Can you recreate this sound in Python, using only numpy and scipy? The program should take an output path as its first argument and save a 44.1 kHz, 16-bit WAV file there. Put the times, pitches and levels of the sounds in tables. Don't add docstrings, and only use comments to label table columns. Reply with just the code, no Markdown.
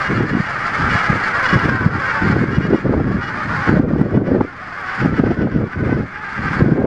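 import sys
import numpy as np
from scipy import signal
from scipy.fft import rfft, irfft, next_fast_len
from scipy.io import wavfile
from scipy.ndimage import uniform_filter1d, minimum_filter1d, map_coordinates

SR = 44100
rng = np.random.default_rng(int(sys.argv[2]) if len(sys.argv) > 2 else 0)


def int16_out(signal):
    q = np.round(np.clip(np.atleast_2d(signal).T, -1, 1) * 32767)
    wavfile.write(sys.argv[1], SR, q.astype(np.int16))


N = 302526

# frequency in Hz, relative level in dB per Hz.
SHORE_SPECTRUM = [(20, -9.5), (100, -8.5), (250, -10), (500, -19), (800, -19.5), (1500, -18), (6000, -49.5),
                  (15000, -80)]
# frequency in Hz, relative level in dB per Hz.
RUMBLE_SPECTRUM = [(15, -17.5), (30, -20.5), (55, -6), (85, -2.5), (130, 2), (210, -1.5), (300, -12),
                   (450, -21), (900, -54.5), (2000, -82)]
FLUTTER_SPECTRUM = [(100, -24), (200, -4), (280, 0), (420, -5), (600, -13), (900, -27.5), (1500, -39.5),
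                    (3000, -59), (15000, -115)]
TEARING_SPECTRUM = [(250, -28), (500, 1), (800, 1.5), (1100, -7), (1500, -11), (3000, -38), (15000, -100)]
# time in seconds, rumble level in dB.
BREEZE_LEVELS = [(0, -34), (3.4, -30.5), (4.55, -42), (6.86, -40.5)]
# start in seconds, hold in seconds, rumble in dB, flutter in dB.
WIND_GUSTS = [(0.102, 0.15, -18.5, -22.5), (0.312, 0.068, -21.5, -22.5), (0.794, 0.16, -21.5, -29.5),
              (1.098, 0.069, -22.5, -24), (1.53, 0.033, -15, -21), (1.622, 0.13, -19, -24),
              (1.812, 0.16, -20, -26), (2.227, .21, -16, -24), (2.474, .22, -20.5, -24.5),
              (2.705, 0.039, -18, -14), (2.856, 0.15, -16.5, -18), (3.045, .14, -18, -24),
              (3.46, 0.16, -23.5, -38.5), (3.691, 0.16, -14.5, -15.5), (3.812, 0.26, -19.5, -20),
              (4.133, .1, -16, -15), (4.285, 0.13, -20.5, -14.5), (5.014, 0.13, -17, -24),
              (5.191, 0.12, -18, -17.5), (5.388, 0.076, -19, -18.5), (5.531, 0.11, -19, -22),
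              (5.779, .24, -18, -23.5), (6.387, 0.22, -22.5, -34), (6.6, 0.13, -14, -16),
              (6.76, .12, -22.5, -14.5)]
# time in seconds, envelope peak in dB, centre frequency in Hz.
MIC_THUMPS = [(.208, -5.5, 245), (.353, -5.5, 213), (0.405, -6.5, 172), (.847, -12.5, 95),
              (0.957, -12, 129), (1.103, -4.5, 170), (1.561, -5.5, 126), (1.658, -5.5, 261),
              (1.865, 5, 158), (2.302, -0.5, 182), (2.366, -4, 290), (2.44, -4.5, 272), (2.585, -1.5, 152),
              (2.735, -9.5, 483), (2.748, 0, 267), (2.939, -6.5, 420), (3.001, -5, 340), (3.695, -3, 293),
              (3.798, 3, 252), (3.937, -6, 200), (3.998, -10, 288), (4.015, 2, 216), (4.176, 3, 195),
              (4.35, -10, 390), (4.41, -4, 427), (5.049, -8, 300), (5.061, 2, 241), (5.198, 0.5, 235),
              (5.24, -5.5, 384), (5.272, -7.5, 294), (5.315, -4, 328), (5.424, -5.5, 218),
              (5.473, -14, 444), (5.563, -4, 196), (5.897, -5, 246), (5.929, -4.5, 258),
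              (6.626, 2.5, 131.3), (6.663, 0.5, 202), (6.72, -0.5, 175), (6.78, -8.5, 317)]
# start in seconds, peak in dB.
MIC_SPITS = [(2.586, -36), (2.7457, -35), (4.014, -30), (5.0599, -31), (6.6238, -28)]
BILL_CLACKS = [(1.2294, -45), (1.3094, -52), (1.4287, -36), (1.5943, -33), (2.388, -54), (3.4176, -51),
               (3.5633, -44), (4.7107, -54), (4.812, -44)]
# frequency in Hz, relative level in dB.
SPIT_SPECTRUM = [(500, -9), (2000, -6), (5000, -3), (10000, -13), (16000, -16)]
BILL_SPECTRUM = [(500, -23), (2500, -1), (5000, -8), (9000, -11), (13000, -13), (16000, -30)]
# time in seconds, level in dB.
COLONY_WAVES = [(0, -19), (.28, -26), (.62, -21), (.97, -16.5), (1.18, -19.5), (1.49, -16), (1.8, -24),
                (2.08, -19), (2.28, -20), (2.44, -26), (3.0, -32), (3.32, -24), (3.68, -20), (3.86, -34.5),
                (4.52, -33.5), (4.98, -22.5), (5.15, -27.5), (5.55, -36), (5.84, -30), (6.1, -33.5),
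                (6.55, -21.5), (6.86, -37.5)]
# frequency in Hz, relative level in dB per Hz.
CHORUS_SPECTRUM = [(200, -29.5), (420, -12), (660, -12), (810, -5.5), (970, -9), (1170, -2), (1520, -1),
                   (2000, -5), (2450, -15.5), (2850, -19), (3300, -24.5), (3850, -30.5), (4750, -26.5),
                   (5600, -34), (6200, -35), (7500, -40.5), (11000, -57), (15500, -79.5)]
# frequency in Hz, relative level in dB.
WAIL_SPECTRUM = [(500, -22.5), (850, -4), (1100, 0.5), (1580, 6), (1800, -10), (2150, -15), (2700, -19),
                 (4000, -41), (6500, -70)]
THROAT_SPECTRUM = [(350, -31.5), (800, -11), (1100, -10.5), (1500, 2), (1950, 0), (2400, -11),
                   (2850, -12.5), (3300, -18), (3900, -30.5), (4850, -24), (5250, -25.5), (5700, -25.5),
                   (6400, -42), (8000, -52), (15000, -74.5)]
# start in seconds, length in seconds, first, middle and last pitch in Hz, level in dB.
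WAIL_CALLS = [(1.598, .29, 542, 526.4, 477, -27), (2.102, 0.15, 875, 891, 864, -29),
              (3.479, 0.26, 863, 823, 806, -31.5), (4.261, 0.031, 465, 505, 486, -43),
              (6.129, 0.6, 810, 913, 779, -36), (6.594, 0.04, 543, 536, 555, -29),
              (6.691, .14, 504, 528, 536, -36.5)]
# middle of the first syllable in seconds, syllable count, beat in
# seconds, pitch in Hz, first and last level in dB, shrillness in dB, roughness from 0 to 1.
CACKLE_BOUTS = [(0.056, 1, 0.16, 406, -29, -25, 0, 0.15), (.195, 4, 0.14, 474, -36.5, -36, 3, 0.17),
                (.91, 4, .048, 481, -28.5, -32, 8, 0), (1.461, 3, 0.036, 483.4, -24.5, -25, 8, 0.06),
                (1.58, 2, 0.068, 477.5, -34, -35, 9.5, .08), (2.09, 1, 0.16, 459.6, -28.5, -28, 1, 0),
                (2.55, 3, .1, 474.6, -35, -37.5, 5.5, 0.1), (3.111, 2, 0.15, 474, -58, -34, 6, .06),
                (3.659, 1, 0.1, 491, -30, -28, -1, 0.42), (4.02, 3, .13, 488, -41, -42, 1.5, 0.2),
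                (4.902, 6, 0.13, 493.3, -33, -41, 3, 0.32), (5.755, 2, 0.15, 499, -36.5, -33.5, -5, 0.26),
                (6.165, 4, 0.11, 392.5, -36, -30.5, -4.5, 0.24)]


def amp(db):
    return 10 ** (np.asarray(db) / 20)


def unit(x):
    return x / np.sqrt(np.mean(x ** 2) + 1e-20)


def running_rms(x, window):
    return np.sqrt(np.abs(uniform_filter1d(x ** 2, window)) + 1e-6)


def gain_at(spectrum, hz):
    freqs, db = np.transpose(spectrum)
    return amp(np.interp(np.log(hz + 1), np.log(freqs + 1), db))


def curve(rows):
    return np.interp(np.arange(N) / SR, *np.transpose(rows))


def wobble(rate, size=N):
    knots = rng.standard_normal(int(size * rate / SR) + 4)
    return map_coordinates(knots, [np.arange(size) * rate / SR])


def coloured(x, spectrum, scale=1):
    size = 2048
    cepstrum = irfft(np.log(gain_at(spectrum, np.fft.rfftfreq(size, 1 / SR) / scale)))
    cepstrum[1:size // 2] *= 2
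    cepstrum[size // 2 + 1:] = 0
    return signal.oaconvolve(x, irfft(np.exp(rfft(cepstrum))))[:len(x)]


def noise(spectrum):
    size = next_fast_len(N + 8192)
    bins = rfft(rng.standard_normal(size)) * gain_at(spectrum, np.fft.rfftfreq(size, 1 / SR))
    return unit(irfft(bins, size)[:N])


def add(track, s, sound):
    start = round(s * SR)
    first, last = max(start, 0), min(start + len(sound), len(track))
    if last > first:
        track[first:last] += sound[first - start:last - start]


def ticks(rows, spectrum, t60):
    track, t = np.zeros(N), np.arange(SR // 30) / SR
    for start, db in rows:
        tick = coloured(rng.standard_normal(len(t)) * amp(-60 * t / t60), spectrum)
        add(track, start, amp(db) * tick / np.abs(tick).max())
    return track


def scatter(x, t60, wet_db):
    t = np.arange(SR // 3) / SR
    tail = rng.standard_normal(len(t)) * amp(-60 * t / t60)
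    return x + amp(wet_db) * signal.oaconvolve(x, tail / np.linalg.norm(tail))[:N]


def shore(level_db=-42):
    return amp(level_db) * noise(SHORE_SPECTRUM)


def gust(start, hold, attack_s=.04, release_s=.058):
    t = np.arange(N) / SR
    early, late = np.maximum(start - t, 0), np.maximum(t - start - hold, 0)
    return amp(-20 * np.minimum(early / attack_s + late / release_s, 10))


def turbulence(spectrum, lump_db, lump_rate):
    lumpy = unit(noise(spectrum) * amp(lump_db * wobble(lump_rate)))
    return lumpy / running_rms(lumpy, SR // 20)


def wind(breeze_flutter_db=-7, tearing_db=-6):
    low = amp(curve(BREEZE_LEVELS))
    high = low * amp(breeze_flutter_db)
    for start, hold, rumble_db, flutter_db in WIND_GUSTS:
        envelope = gust(start, hold)
        low = np.maximum(low, amp(rumble_db) * envelope)
        high = np.maximum(high, amp(flutter_db) * envelope)
    rumble = low * turbulence(RUMBLE_SPECTRUM, lump_db=2.5, lump_rate=46)
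    flutter = high * turbulence(FLUTTER_SPECTRUM, lump_db=4, lump_rate=100)
    tearing = amp(tearing_db) * high ** 2 * turbulence(TEARING_SPECTRUM, lump_db=4.5, lump_rate=160)
    return rumble + flutter + tearing


def thumps(width_cycles=.65, tear_db=-21, tear_width_s=.0045):
    swings, puffs = np.zeros(N), np.zeros(N)
    t = np.arange(-SR // 40, SR // 40) / SR
    for centre, db, hz in MIC_THUMPS:
        swing = np.sin(2 * np.pi * (hz * t + rng.random())) * np.exp(-(t * hz / width_cycles) ** 2)
        add(swings, centre + t[0], amp(db) * swing)
        speed = hz / 250
        puff = speed ** 2 * np.exp(-(t / tear_width_s) ** 2)
        add(puffs, centre + t[0], amp(db + tear_db) * puff)
    return swings + puffs * noise(TEARING_SPECTRUM)


def spits():
    return ticks(MIC_SPITS, SPIT_SPECTRUM, t60=.004)


def clacks():
    return ticks(BILL_CLACKS, BILL_SPECTRUM, t60=.012)


def syllable(length, pitch_hz, rough, arch, waver, rattle_db=4):
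    size, cycles = int(length * SR), int(length * pitch_hz)
    u = np.linspace(-1, 1, cycles)
    bend, rattle = (np.interp(u, np.linspace(-1, 1, 7), knots) for knots in rng.standard_normal((2, 7)))
    slip, strength = (np.resize(row, cycles) for row in rng.standard_normal((2, 128)))
    period = SR / (pitch_hz * (1 + arch * (1 / 4 - u ** 2) + waver * bend))
    position = np.clip(np.cumsum(period) + .07 * rough * slip * period, 0, size - 1)
    height = np.cos(u * np.pi / 2) * amp(rattle_db * rattle + 10 * rough * strength)
    whole, part = position.astype(int), position % 1
    before = np.bincount(whole, height * (1 - part), size + 1)
    after = np.bincount(whole + 1, height * part, size + 1)
    return unit(before + after)


def flock(count=36, pitch_hz=430, pitch_spread=.22, rough=.19, distance_db=6, beat_s=.145, length_s=.105):
    track = np.zeros(N)
    starts = (np.arange(count) + rng.random(count)) / count * (N / SR + 1) - 1
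    for start, (voice, near, pace, hoarse) in zip(starts, rng.standard_normal((count, 4))):
        stretch = np.exp(.15 * pace)
        for k, (drift, effort) in enumerate(rng.standard_normal((6, 2))):
            pitch = pitch_hz * np.exp(pitch_spread * voice + .05 * drift)
            call = syllable(length_s * stretch, pitch, rough * np.exp(hoarse / 2), arch=.14, waver=.025)
            gain = amp(distance_db * np.tanh(near) + 2 * effort)
            add(track, start + k * beat_s * stretch, gain * call)
    return track


def colony(blur_db=-6.5, harsh_db=.7, harsh_slope=.092, treble_hz=2800):
    throat_scales = np.exp(.06 * np.linspace(-1, 1, 4))
    flocks = [flock() for _ in throat_scales]
    smeared = [scatter(calls, t60=.02, wet_db=-2) for calls in flocks]
    birds = sum(coloured(calls, CHORUS_SPECTRUM, scale) for calls, scale in zip(smeared, throat_scales))
    chorus = unit(birds) + amp(blur_db) * noise(CHORUS_SPECTRUM)
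    treble = signal.sosfiltfilt(signal.butter(2, treble_hz, 'high', fs=SR, output='sos'), chorus)
    wave_db = curve(COLONY_WAVES)
    rasp_db = 1.2 * wobble(75)
    harshness = amp(harsh_db + harsh_slope * (wave_db - wave_db.mean()) + rasp_db)
    return amp(wave_db) * (chorus + (harshness - 1) * treble) / running_rms(chorus, SR // 10)


def wails(waver=.0053):
    track = np.zeros(N)
    for start, length, first_hz, middle_hz, last_hz, db in WAIL_CALLS:
        u = np.linspace(-1, 1, int(length * SR))
        glide = np.polyval(np.polyfit([-1, 0, 1], [first_hz, middle_hz, last_hz], 2), u)
        pitch = glide * (1 + waver * wobble(70, len(u)))
        phase = 2 * np.pi * np.cumsum(pitch) / SR
        tone = sum(gain_at(WAIL_SPECTRUM, k * pitch) * np.sin(k * phase) for k in range(1, 8))
        envelope = amp(db + wobble(43, len(u))) * np.sqrt(1 - u ** 4)
        add(track, start, envelope * unit(tone))
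    return track


def cacklers(longest_s=.12, beat_share=.9, shrill_above_hz=2600):
    track = np.zeros(N)
    for first_s, count, beat, pitch_hz, first_db, last_db, shrill_db, rough in CACKLE_BOUTS:
        throat = [(hz, db + shrill_db * (hz > shrill_above_hz)) for hz, db in THROAT_SPECTRUM]
        length = min(longest_s, beat_share * beat)
        for k, db in enumerate(np.linspace(first_db, last_db, round(count))):
            pulses = syllable(length, pitch_hz, rough, arch=.035, waver=.012)
            call = unit(coloured(np.pad(pulses, (0, SR // 100)), throat))
            add(track, first_s + k * beat - length / 2, amp(db) * call)
    return track


def limiter(x, ceiling_db=-.1, attack_s=.0062, hold_s=.058, recover_db_per_s=129.5):
    attack, half_hold = int(attack_s * SR) + 1, int(hold_s * SR / 2)
    needed_db = np.minimum(ceiling_db - 20 * np.log10(np.abs(x) + 1e-9), 0)
    held_db = minimum_filter1d(minimum_filter1d(needed_db, attack), 2 * half_hold + 1, origin=half_hold)
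    recovery_db = recover_db_per_s * np.arange(N) / SR
    gain_db = np.minimum.accumulate(held_db - recovery_db, axis=-1) + recovery_db
    return x * amp(uniform_filter1d(gain_db, attack))


def scene():
    near = scatter(cacklers() + wails(), t60=.12, wet_db=-9)
    birds = colony() + near + clacks()
    buffeting = wind() + thumps() + spits()
    return (shore() + buffeting + birds)[None]


def record(dry):
    band_limit = signal.ellip(10, .1, 90, 15800, fs=SR, output='sos')
    fade = np.minimum(np.arange(N)[::-1] / (SR // 200), 1)
    return fade * signal.sosfilt(band_limit, limiter(dry))


dry = scene()
out = record(dry)
int16_out(out)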